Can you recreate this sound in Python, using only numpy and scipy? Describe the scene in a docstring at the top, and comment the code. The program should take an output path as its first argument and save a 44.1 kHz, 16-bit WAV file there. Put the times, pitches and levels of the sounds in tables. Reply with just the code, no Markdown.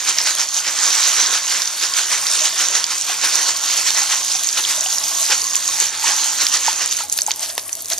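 """A bright spray of tap water on plastic pellets is heard first, in a sieve that a hand shakes over a basin.
Each shake tumbles the pellets: knocks, fizz and mist are dense impact noise, filtered and swelling together.
Single drops crack as short noise bands, air pockets plop as dying tones and basin resonances gurgle.
Near the end the sieve leaves the jet and spurts of run-off remain, over a low room wash with a faint hum."""
import sys
import numpy as np
from scipy import signal
from scipy.fft import rfft, irfft, next_fast_len
from scipy.io import wavfile
from scipy.ndimage import uniform_filter1d

SR = 44100
rng = np.random.default_rng(int(sys.argv[2]) if len(sys.argv) > 2 else 0)


def master_out(mix):
    """Clip the mix to full scale and print it as 16-bit PCM to the path in sys.argv[1]."""
    frames = np.transpose(np.atleast_2d(mix))
    ceiling = np.clip(frames, -1, 1)
    pcm = np.round(ceiling * 32767).astype(np.int16)
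    wavfile.write(sys.argv[1], SR, pcm)


N = 352359  # samples

# spectrum of the pellet knocks: (frequency [Hz], density [dB per Hz])
PELLET_SPECTRUM = [(30, -81), (150, -21), (300, -13.5), (600, -10), (900, -2.5), (1500, 1), (2500, -0.5),
                   (4000, 0.5), (6000, 3.5), (8000, -5), (11000, -25)]


def pellets():
    """Impact noise: pellets knock each other and the mesh in a dense train of short, damped pulses."""
    knocks = grains(per_s=6000, spread_db=-0.5, lo_hz=396, hi_hz=8800, cycles=1.71, count=9)
    knocks = knocks * flicker(57, depth_db=0.5)
    return gain_of(shaken(order=1)) * coloured(knocks, PELLET_SPECTRUM)


# the jet between surges: (time [s], rattle level [dB], spray level [dB], mist level [dB])
JET_LEVELS = [(0, -26.5, -26.5, -36), (.5, -35, -28.5, -37.5), (.75, -35.5, -30, -40), (1, -31, -33, -39),
              (1.42, -35, -33, -41), (1.72, -32, -27, -34), (2.2, -26.5, -24, -35), (2.87, -31, -32, -37.5),
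              (2.97, -43, -24.5, -34), (3.2, -37, -30, -36), (3.6, -32, -28.5, -35),
              (4.4, -31, -23.5, -33.5), (5.15, -30, -23.5, -28), (5.45, -35, -23.5, -32),
              (5.75, -27.5, -23.5, -30.5), (5.93, -38, -27.5, -37), (6.05, -31.5, -20.5, -32),
              (6.95, -32, -26, -34), (7.08, -43, -42, -40.5), (7.28, -40, -40, -36),
              (7.35, -40.5, -36, -36.5), (7.7, -43.5, -39.5, -34.5), (7.99, -46.5, -33, -34)]
# shakes of the hand, and after 7 s spurts of run-off:
# (peak time [s], length [s], rattle peak [dB], spray peak [dB])
SHAKES = [(0.088, 0.078, -15.5, -18.5), (0.196, 0.12, -21, -24), (0.278, 0.11, -17.5, -16),
          (0.404, 0.11, -18, -20), (0.57, 0.14, -25.5, -20.5), (0.677, 0.13, -18.5, -34),
          (0.854, 0.44, -19.5, -18), (.97, 0.36, -22, -21.5), (1.079, 0.45, -21.5, -18.5),
          (1.205, 0.28, -18.5, -20), (1.34, 0.15, -19, -18), (1.526, 0.32, -20.5, -20.5),
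          (1.835, 0.12, -20, -21), (1.985, 0.12, -18.5, -17.5), (2.129, 0.093, -16.5, -17.5),
          (2.355, 0.43, -26, -19.5), (2.459, 0.084, -19.5, -19), (2.613, 0.19, -18.5, -17.5),
          (2.76, 0.15, -18, -19), (2.922, 0.16, -22, -25.5), (3.105, 0.2, -21.5, -26),
          (3.248, 0.092, -15, -19), (3.359, 0.51, -20.5, -20.5), (3.49, 0.062, -18, -18),
          (3.708, 0.37, -21.5, -20), (3.79, 0.15, -25.5, -22.5), (3.878, 0.071, -15, -18),
          (3.979, 0.19, -19.5, -17), (4.126, 0.18, -19.5, -19), (4.327, 0.34, -34.5, -22.5),
          (4.58, 0.091, -18, -19.5), (4.699, 0.18, -21.5, -21.5), (4.924, 0.11, -33, -27),
          (5.23, 0.42, -36, -21), (5.319, 0.08, -13, -26), (5.823, 0.13, -20.5, -17.5),
          (5.945, 0.12, -27, -41), (6.082, 0.16, -17, -21.5), (6.243, 0.35, -23.5, -24.5),
          (6.418, 0.11, -20, -19.5), (6.548, 0.088, -16.5, -17), (6.674, 0.16, -20, -23),
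          (6.821, 0.098, -18, -33), (6.923, 0.048, -30, -18), (6.998, 0.11, -29, -22.5),
          (7.134, 0.093, -48, -31.5), (7.183, 0.11, -34, -26.5), (7.294, 0.059, -28.5, -30),
          (7.431, 0.086, -28, -23), (7.496, .07, -31, -29), (7.589, 0.039, -29, -36),
          (7.791, 0.047, -36, -40), (7.921, 0.068, -25.5, -21), (7.99, .05, -45, -36)]
RISE_SHARE = 0.41  # part of a surge before its peak
SLOPE_DB = 16  # fall of level over one whole rise or decay, beyond the rounded top
ROUNDING = 0.11  # part of a rise or decay over which the top is rounded


def shaken(order):
    """Addition of powers: level [dB] of pellets (order 1) or spray (order 2), steady jet plus each surge."""
    t = np.arange(N) / SR
    power = gain_of(2 * curve(JET_LEVELS, order))
    for s, length, *peak_db in SHAKES:
        near = slice(max(round((s - length) * SR), 0), round((s + 2 * length) * SR))
        before = (s - t[near]) / RISE_SHARE
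        after = (t[near] - s) / (1 - RISE_SHARE)
        away = np.maximum(before, after) / length  # 1 at either end of the surge
        drop_db = SLOPE_DB * (np.hypot(away, ROUNDING) - ROUNDING)
        power[near] += gain_of(2 * (peak_db[order - 1] - drop_db))
    return 10 * np.log10(power)


# spectra of the fizz with its ticks, and of the larger splashes: (frequency [Hz], density [dB per Hz])
SPRAY_SPECTRUM = [(100, -49), (1000, -15.5), (2500, -16), (4200, -3.5), (5200, -0.5), (6500, 7),
                  (8000, 0.5), (10000, -8), (13000, -29.5)]
SPLASH_SPECTRUM = [(300, -49), (1200, -20), (2000, -11.5), (2900, -4), (3800, -2), (4800, -0.5),
                   (7000, -35.5)]
BODY_DB = -9  # larger droplets give the spray a body near 3.5 kHz; level against the spray


def spray():
    """Superposed impacts: droplets burst on mesh, pellets and basin as fizz, larger splashes and sharp ticks."""
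    fizz = grains(per_s=5000, spread_db=3.0, lo_hz=3000, hi_hz=11340, cycles=4.15, count=8)
    fizz = fizz * flicker(83, depth_db=1.0)
    ticks = grains(per_s=350, spread_db=5, lo_hz=4000, hi_hz=10100, cycles=1.8, count=4)
    splash = grains(per_s=1500, spread_db=2.5, lo_hz=1500, hi_hz=5000, cycles=4.5, count=6)
    body = gain_of(BODY_DB) * flicker(3.3, depth_db=0.96) * coloured(splash, SPLASH_SPECTRUM)
    level_db = shaken(order=2)
    tick_share = np.clip(0.14 + 0.11 * (-28.5 - level_db), .1, .6)  # a thin spray has more separate ticks
    droplets = np.sqrt(1 - tick_share) * fizz + np.sqrt(tick_share) * ticks
    return gain_of(level_db) * (coloured(droplets, SPRAY_SPECTRUM) + body)


# spectrum of the mist: (frequency [Hz], density [dB per Hz])
MIST_SPECTRUM = [(1000, -80), (5000, -32), (8000, 3.5), (10000, 0), (12000, -5), (14000, -7.5),
                 (15500, -26)]
SIEVE_LEAVES_S = 6.2  # when the sieve leaves the jet
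TICKS_UNDER, TICKS_CLEAR = .022, .2  # power share of separate ticks before and after that
MIST_FOLLOWS = .55  # dB gained per dB of spray above the jet


def mist():
    """Impact density: the finest droplets fuse to a thin hiss, and land more singly once the sieve is clear."""
    fizz = grains(per_s=9600, spread_db=3.5, lo_hz=6000, hi_hz=14800, cycles=2.6, count=5)
    fizz = fizz * flicker(23, depth_db=2.0)
    ticks = grains(per_s=400, spread_db=7.0, lo_hz=7000, hi_hz=14000, cycles=2.2, count=4)
    tick_share = np.where(np.arange(N) < SIEVE_LEAVES_S * SR, TICKS_UNDER, TICKS_CLEAR)
    surge_db = shaken(order=2) - curve(JET_LEVELS, order=2)
    level_db = curve(JET_LEVELS, order=3) + MIST_FOLLOWS * surge_db
    droplets = np.sqrt(1 - tick_share) * fizz + np.sqrt(tick_share) * ticks
    return gain_of(level_db) * coloured(droplets, MIST_SPECTRUM)


# single loud drops: (onset time [s], peak level [dB], lower band edge [Hz], upper band edge [Hz])
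DROPS = [(.185, 0, 4100, 6600), (0.351, -4.5, 4400, 9100), (0.4308, -6, 4300, 7000), (.488, -5, 5300, 7200),
         (.5433, -7, 4700, 7000), (.7875, -6, 5300, 6750), (1.2612, -0.5, 3780, 6400),
         (1.619, -6, 2880, 6900), (1.656, -6, 4870, 6600), (1.6754, -5, 4040, 6460),
         (1.937, -5, 4500, 6500), (2.268, -1.5, 3330, 6800), (2.2992, -7, 5900, 7600),
         (2.6848, -2, 5800, 7550), (2.8413, -1, 4000, 6700), (2.9817, -6, 4720, 8800),
         (3.012, -6, 6000, 7650), (3.3554, -2, 5670, 7260), (3.564, -8, 3900, 7100),
         (3.905, 0.5, 3400, 7000), (4.288, -9, 5500, 7200), (4.317, -4, 4000, 7400),
         (4.4348, -4, 3700, 10400), (4.4714, -4, 5900, 7600), (4.4886, -1.5, 4230, 7100),
         (4.5282, -6, 5600, 7300), (4.639, -6, 3900, 5900), (4.6498, -7, 3100, 3900),
         (4.808, -5, 6000, 7800), (4.8602, -12, 2640, 3400), (4.9826, -3, 5240, 6560),
         (5.0392, -4.5, 4900, 6500), (5.2283, -6, 4900, 6350), (5.418, -4.5, 5000, 7200),
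         (5.533, -8, 5450, 7340), (5.549, -9.5, 2500, 4400), (5.555, 0, 5800, 8650),
         (5.5645, -1, 6000, 7900), (5.6774, -8, 6400, 8300), (5.8009, 0, 6400, 8300),
         (5.868, -5, 3870, 7100), (6.467, 1.5, 3160, 7000), (6.486, -7, 5600, 7300),
         (6.729, -5.5, 3500, 8500), (6.8596, -3, 6150, 8600), (6.9114, -8, 4200, 7000),
         (6.968, -5.5, 5600, 7400), (7.0974, -8, 5600, 7800), (7.1183, -11, 6000, 9700),
         (7.125, -2, 6200, 9500), (7.1315, -6, 6600, 8900), (7.1766, -4, 5050, 12000),
         (7.1881, 0, 1110, 9000), (7.2075, -12, 4000, 5500), (7.218, -0.5, 6000, 7850),
         (7.2646, -4.5, 6360, 8240), (7.2752, -6, 5500, 10900), (7.308, -4.5, 1090, 5900),
         (7.3153, -2, 3400, 6500), (7.36, -14, 5000, 11600), (7.43, -16, 5000, 8000),
         (7.501, -17, 3600, 6100), (7.579, -1, 403, 8700), (7.595, -13, 3000, 7700),
         (7.6801, -15, 8400, 10900), (7.692, -19.5, 1500, 3500), (7.6944, -12, 5900, 9300),
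         (7.729, -5, 5830, 7600), (7.753, -11, 5900, 11400), (7.8214, -14, 10900, 14200),
         (7.8455, -16, 4500, 9800), (7.857, -12, 5730, 9600), (7.884, -15, 4800, 9700),
         (7.901, -6, 4000, 10900), (7.9164, -24, 700, 6900), (7.9212, -12, 3000, 7500),
         (7.933, -4, 5270, 6600), (7.978, -11, 5800, 7500), (7.9819, -7, 4930, 10000)]


def drops():
    """Transient radiation: each drop cracks in its own frequency band."""
    out = np.zeros(N)
    for s, db, lo_hz, hi_hz in DROPS:
        add(out, s, gain_of(db) * burst(lo_hz, hi_hz))
    return out


def burst(lo_hz, hi_hz):
    """Band-limited impulse: a click on about a millisecond of noise with a faint tail, peak 1."""
    t = np.arange(700) / SR
    shape = t / 0.00014 * np.exp(-t / 0.00061) + 0.018 * np.exp(-t / .004)
    click = 4 * (np.arange(len(t)) == 12)
    push = shape * rng.standard_normal(len(t)) + click
    band = signal.butter(2, [lo_hz, hi_hz], "bandpass", fs=SR, output="sos")
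    ring = signal.sosfilt(band, push)
    return ring / abs(ring).max()


# trapped air pockets: (onset time [s], level before decay [dB], starting pitch [Hz], 60 dB decay time [s])
PLOPS = [(2.414, -27.5, 616, 0.16), (3.097, -19, 750, 0.029), (4.02, -23.5, 830, 0.084),
         (4.351, -21.5, 760, 0.043), (4.777, -26, 620, 0.041), (4.859, -22, 751, 0.053),
         (5.19, -25, 1103, 0.15), (5.297, -27, 433, 0.046), (5.322, -25, 520, 0.06),
         (5.424, -36, 450, 0.05), (5.45, -30.5, 1083, 0.15), (5.82, -26, 420, 0.03),
         (5.688, -21.5, 1090, 0.079), (6.04, -15, 924, 0.053), (6.105, -25, 836, 0.074),
         (6.681, -3.5, 882, 0.037), (7.005, -16, 902, 0.03), (7.007, -16, 1320, 0.025),
         (7.225, -35, 610, 0.052), (7.034, -28, 827, 0.12), (7.282, -9, 852, 0.036),
         (7.414, -31, 725, 0.074), (7.631, -37, 626, 0.06), (7.772, -36, 654, 0.06),
         (7.66, -37, 1130, 0.07), (7.912, -25, 663, 0.13)]


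def plops():
    """Bubble resonance: each air pocket rings as a quickly dying tone that rises a little."""
    out = np.zeros(N)
    t = np.arange(6000) / SR
    onset = 1 - np.exp(-t / 0.0011)
    for s, db, hz, t60 in PLOPS:
        tone = np.sin(2 * np.pi * hz * (t + 0.35 * t ** 2))
        add(out, s, gain_of(db - 60 * t / t60) * onset * tone)
    return out


def echoed(x):
    """Early reflection: short scatter off the basin walls, with other echoes for each side."""
    t = np.arange(3000) / SR
    sparse = rng.choice([-1., 1.], (2, len(t))) * (rng.random((2, len(t))) < .05)
    taps = sparse * gain_of(-60 * t / 0.081) * (t > .001)
    scatter = signal.oaconvolve(x[None], taps / np.linalg.norm(taps[0]), axes=1)[:, :N]
    return x + gain_of(-11) * scatter


# hollow tones of the basin, low to high: (frequency [Hz], bandwidth of one resonator pass [Hz])
BASIN_TONES = [(655, 98), (860, 120), (1080, 132)]
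# their levels between surges: (time [s], low tone [dB], middle tone [dB], high tone [dB])
GURGLE_LEVELS = [(0, -56, -54, -50), (1, -54, -55, -46), (1.7, -60.5, -57, -46.5), (2.45, -51, -58, -43),
                 (3, -69, -59, -51.5), (3.4, -56, -51, -46), (4.2, -54, -46.5, -44.5), (4.4, -51, -45, -44),
                 (4.58, -60, -54, -52), (4.8, -47.5, -47, -42), (5.2, -44, -40, -41), (5.33, -57, -49, -52),
                 (5.42, -59, -48, -41), (5.56, -54, -49, -39), (5.65, -57, -44, -43), (5.9, -56, -48, -53),
                 (6.09, -54, -39, -40), (6.25, -63.5, -53, -49), (6.83, -54, -51, -44.5),
                 (7.1, -56, -54, -61), (7.36, -57, -51, -60), (7.43, -48.5, -49, -64),
                 (7.55, -50, -61, -58), (7.7, -47, -63, -56), (7.84, -60, -72, -64),
                 (7.99, -45.5, -55, -55)]
GURGLE_FOLLOWS = .55  # dB gained per dB of rattle above the jet


def gurgle():
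    """Resonance: dense small splats set the hollow tones of the basin ringing."""
    out = np.zeros((2, N))
    surge_db = GURGLE_FOLLOWS * (shaken(order=1) - curve(JET_LEVELS, order=1))
    for k, (hz, width) in enumerate(BASIN_TONES):
        landed = rng.random((2, N)) < 800 / SR  # 800 splats a second on average
        splats = rng.standard_normal((2, N)) * landed * flicker(9.9, depth_db=3.5)
        b, a = signal.iirpeak(hz, hz / width, SR)
        ringing = signal.lfilter(b, a, signal.lfilter(b, a, splats))
        out += gain_of(curve(GURGLE_LEVELS, k + 1) + surge_db) * evened(ringing)
    return out


# spectrum of the room wash: (frequency [Hz], density [dB per Hz])
ROOM_SPECTRUM = [(20, -16), (50, -16.5), (86, -5), (162, -10), (356, -6), (493, -9.5), (700, -4.5),
                 (1120, -15), (1950, -48), (3300, -103)]
# level at which the low wash is heard: (time [s], level [dB])
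ROOM_LEVELS = [(0, -52), (1.8, -53.5), (2.1, -51), (4.8, -49.5), (5.2, -47.5), (5.6, -48), (7.99, -49.5)]
# steady tone: (frequency [Hz], peak level before its waver [dB])
HUM_TONES = [(80.7, -69)]


def room():
    """Background noise: a low wash of room and pipes, with a faint wavering hum."""
    t = np.arange(N) / SR
    hum = sum(gain_of(db) * np.sin(2 * np.pi * hz * t) for hz, db in HUM_TONES)
    wash = coloured(rng.standard_normal((2, N)), ROOM_SPECTRUM)
    return gain_of(curve(ROOM_LEVELS, order=1)) * wash + hum * flicker(3, depth_db=0.5)


def grains(per_s, spread_db, lo_hz, hi_hz, cycles, count):
    """Shot noise: short impacts of scattered pitch and size; two unrelated streams of unit level."""
    size, z = next_fast_len(N), 0
    for hz in np.geomspace(lo_hz, hi_hz, count):
        turns = np.arange(1, 200) * hz / SR
        shape = turns * np.exp(-4 * turns / cycles) * np.sin(2 * np.pi * turns)
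        shape = np.sqrt(hz) * shape / np.linalg.norm(shape)
        chance = rng.uniform(-1, 1, (2, N)) * SR * count / per_s  # an impact wherever this falls within one
        hit = abs(chance) < 1
        rarity = np.minimum(-np.log(abs(chance[hit]) + 1e-9), 5)
        hits = np.zeros((2, N))
        hits[hit] = np.sign(chance[hit]) * gain_of(spread_db * rarity)
        z = z + rfft(hits, size) * rfft(shape, size)
    # flatten the long-term spectrum so that only the grain remains
    flat = z / np.sqrt(uniform_filter1d(abs(z) ** 2, 4000))
    return evened(irfft(flat, size)[:, :N])


def flicker(per_s, depth_db):
    """Amplitude modulation: a random level waver of about per_s bumps a second."""
    b, a = signal.butter(2, per_s, fs=SR)
    waver = evened(signal.lfilter(b, a, rng.standard_normal(N)))
    return gain_of(depth_db * waver)


def coloured(x, points):
    """Minimum-phase filtering: a causal filter of the given spectrum that passes white noise at unit level."""
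    log_gain = np.log(gain_of(read(points, abs(np.fft.fftfreq(8192, 1 / SR)))))
    taps = np.fft.ifft(np.exp(np.conj(signal.hilbert(log_gain)))).real[:4096]
    return signal.oaconvolve(x, taps[None] / np.linalg.norm(taps), axes=-1)[:, :N]


def patchy(x, depth_db):
    """Time-varying filtering: the colour drifts at random in small patches of time and frequency."""
    z = signal.stft(x, nperseg=512)[2]
    patches = uniform_filter1d(rng.standard_normal(z.shape[1:]), size=6, axis=0)  # over frequency
    patches = uniform_filter1d(patches, size=12, axis=1)  # over time
    return signal.istft(z * gain_of(depth_db * evened(patches)), nperseg=512)[1][:, :N]


def gain_of(db):
    """Decibel law: amplitude ratio of a level."""
    return 10 ** (np.asarray(db) / 20)


def evened(x):
    """Normalization: scale to a root mean square of one."""
    return x / np.sqrt(np.mean(x ** 2) + 1e-20)


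def read(points, hz):
    """Interpolation of a frequency table along a logarithmic axis."""
    f, value = np.transpose(points)
    return np.interp(np.log(hz + 1), np.log(f + 1), value)


def curve(rows, order):
    """Linear interpolation in time of the chosen column of a table."""
    rows = np.asarray(rows)
    return np.interp(np.arange(N) / SR, rows[:, 0], rows[:, order])


def add(mix, s, sound):
    """Superposition: add a sound into the mix from time s, cut at the end."""
    part = mix[..., round(s * SR):][..., :sound.shape[-1]]
    part += sound[..., :part.shape[-1]]


# likeness of the two sides in wide sources: (frequency [Hz], correlation [0 to 1])
LIKENESS = [(100, 0.49), (330, 0.57), (700, 0.97), (2700, 0.93), (6000, 0.93), (9000, 0.39), (14000, 0.52)]


def scene():
    """Coherence: wide sources reach the right port only partly alike; single events reach both, then scatter."""
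    size = next_fast_len(N)
    water = patchy(pellets() + spray() + mist(), depth_db=1.52)
    left, other = rfft(water + gurgle() + room(), size)
    like = np.clip(read(LIKENESS, np.fft.rfftfreq(size, 1 / SR)), 0, 1)
    right = like * left + np.sqrt(1 - like ** 2) * other
    wide = irfft(np.array([left, right]), size)[:, :N]
    return wide + echoed(drops() + plops())


# level difference of the two microphone ports: (frequency [Hz], left minus right [dB])
PORT_BALANCE = [(100, -3), (330, -4), (770, -1.5), (2000, 0.5), (4200, -1.5), (6000, -6.5), (7300, -4.5),
                (8500, 3.5), (10000, 7.5), (15000, 0)]
# phase difference of the ports: (frequency [Hz], lead of left over right [rad])
PORT_LEAD = [(0, -2), (1290, 0.56), (1640, 0.44), (4050, 0), (5680, 0.82), (6630, 1.43), (7320, 2),
             (8530, 3.5), (9130, 4), (11000, 1.1), (12600, 0.5), (15300, 1)]
EDGE_HZ = 15700  # upper band limit


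def record(dry):
    """Transfer function: each port has its own treble resonance; peaks clip; then the band is limited."""
    size = next_fast_len(N + 4096)
    hz = np.fft.rfftfreq(size, 1 / SR)
    port = gain_of(read(PORT_BALANCE, hz) / 2) * np.exp(.5j * read(PORT_LEAD, hz))  # half to each side
    ports = irfft(rfft(dry, size) * np.array([port, 1 / port]), size)[:, :N]
    heard = np.clip(ports, -.97, .97)
    lowpass = signal.firwin(511, EDGE_HZ, window=("kaiser", 9), fs=SR)
    return signal.oaconvolve(heard, lowpass[None], "same")


dry = scene()
out = record(dry)
master_out(out)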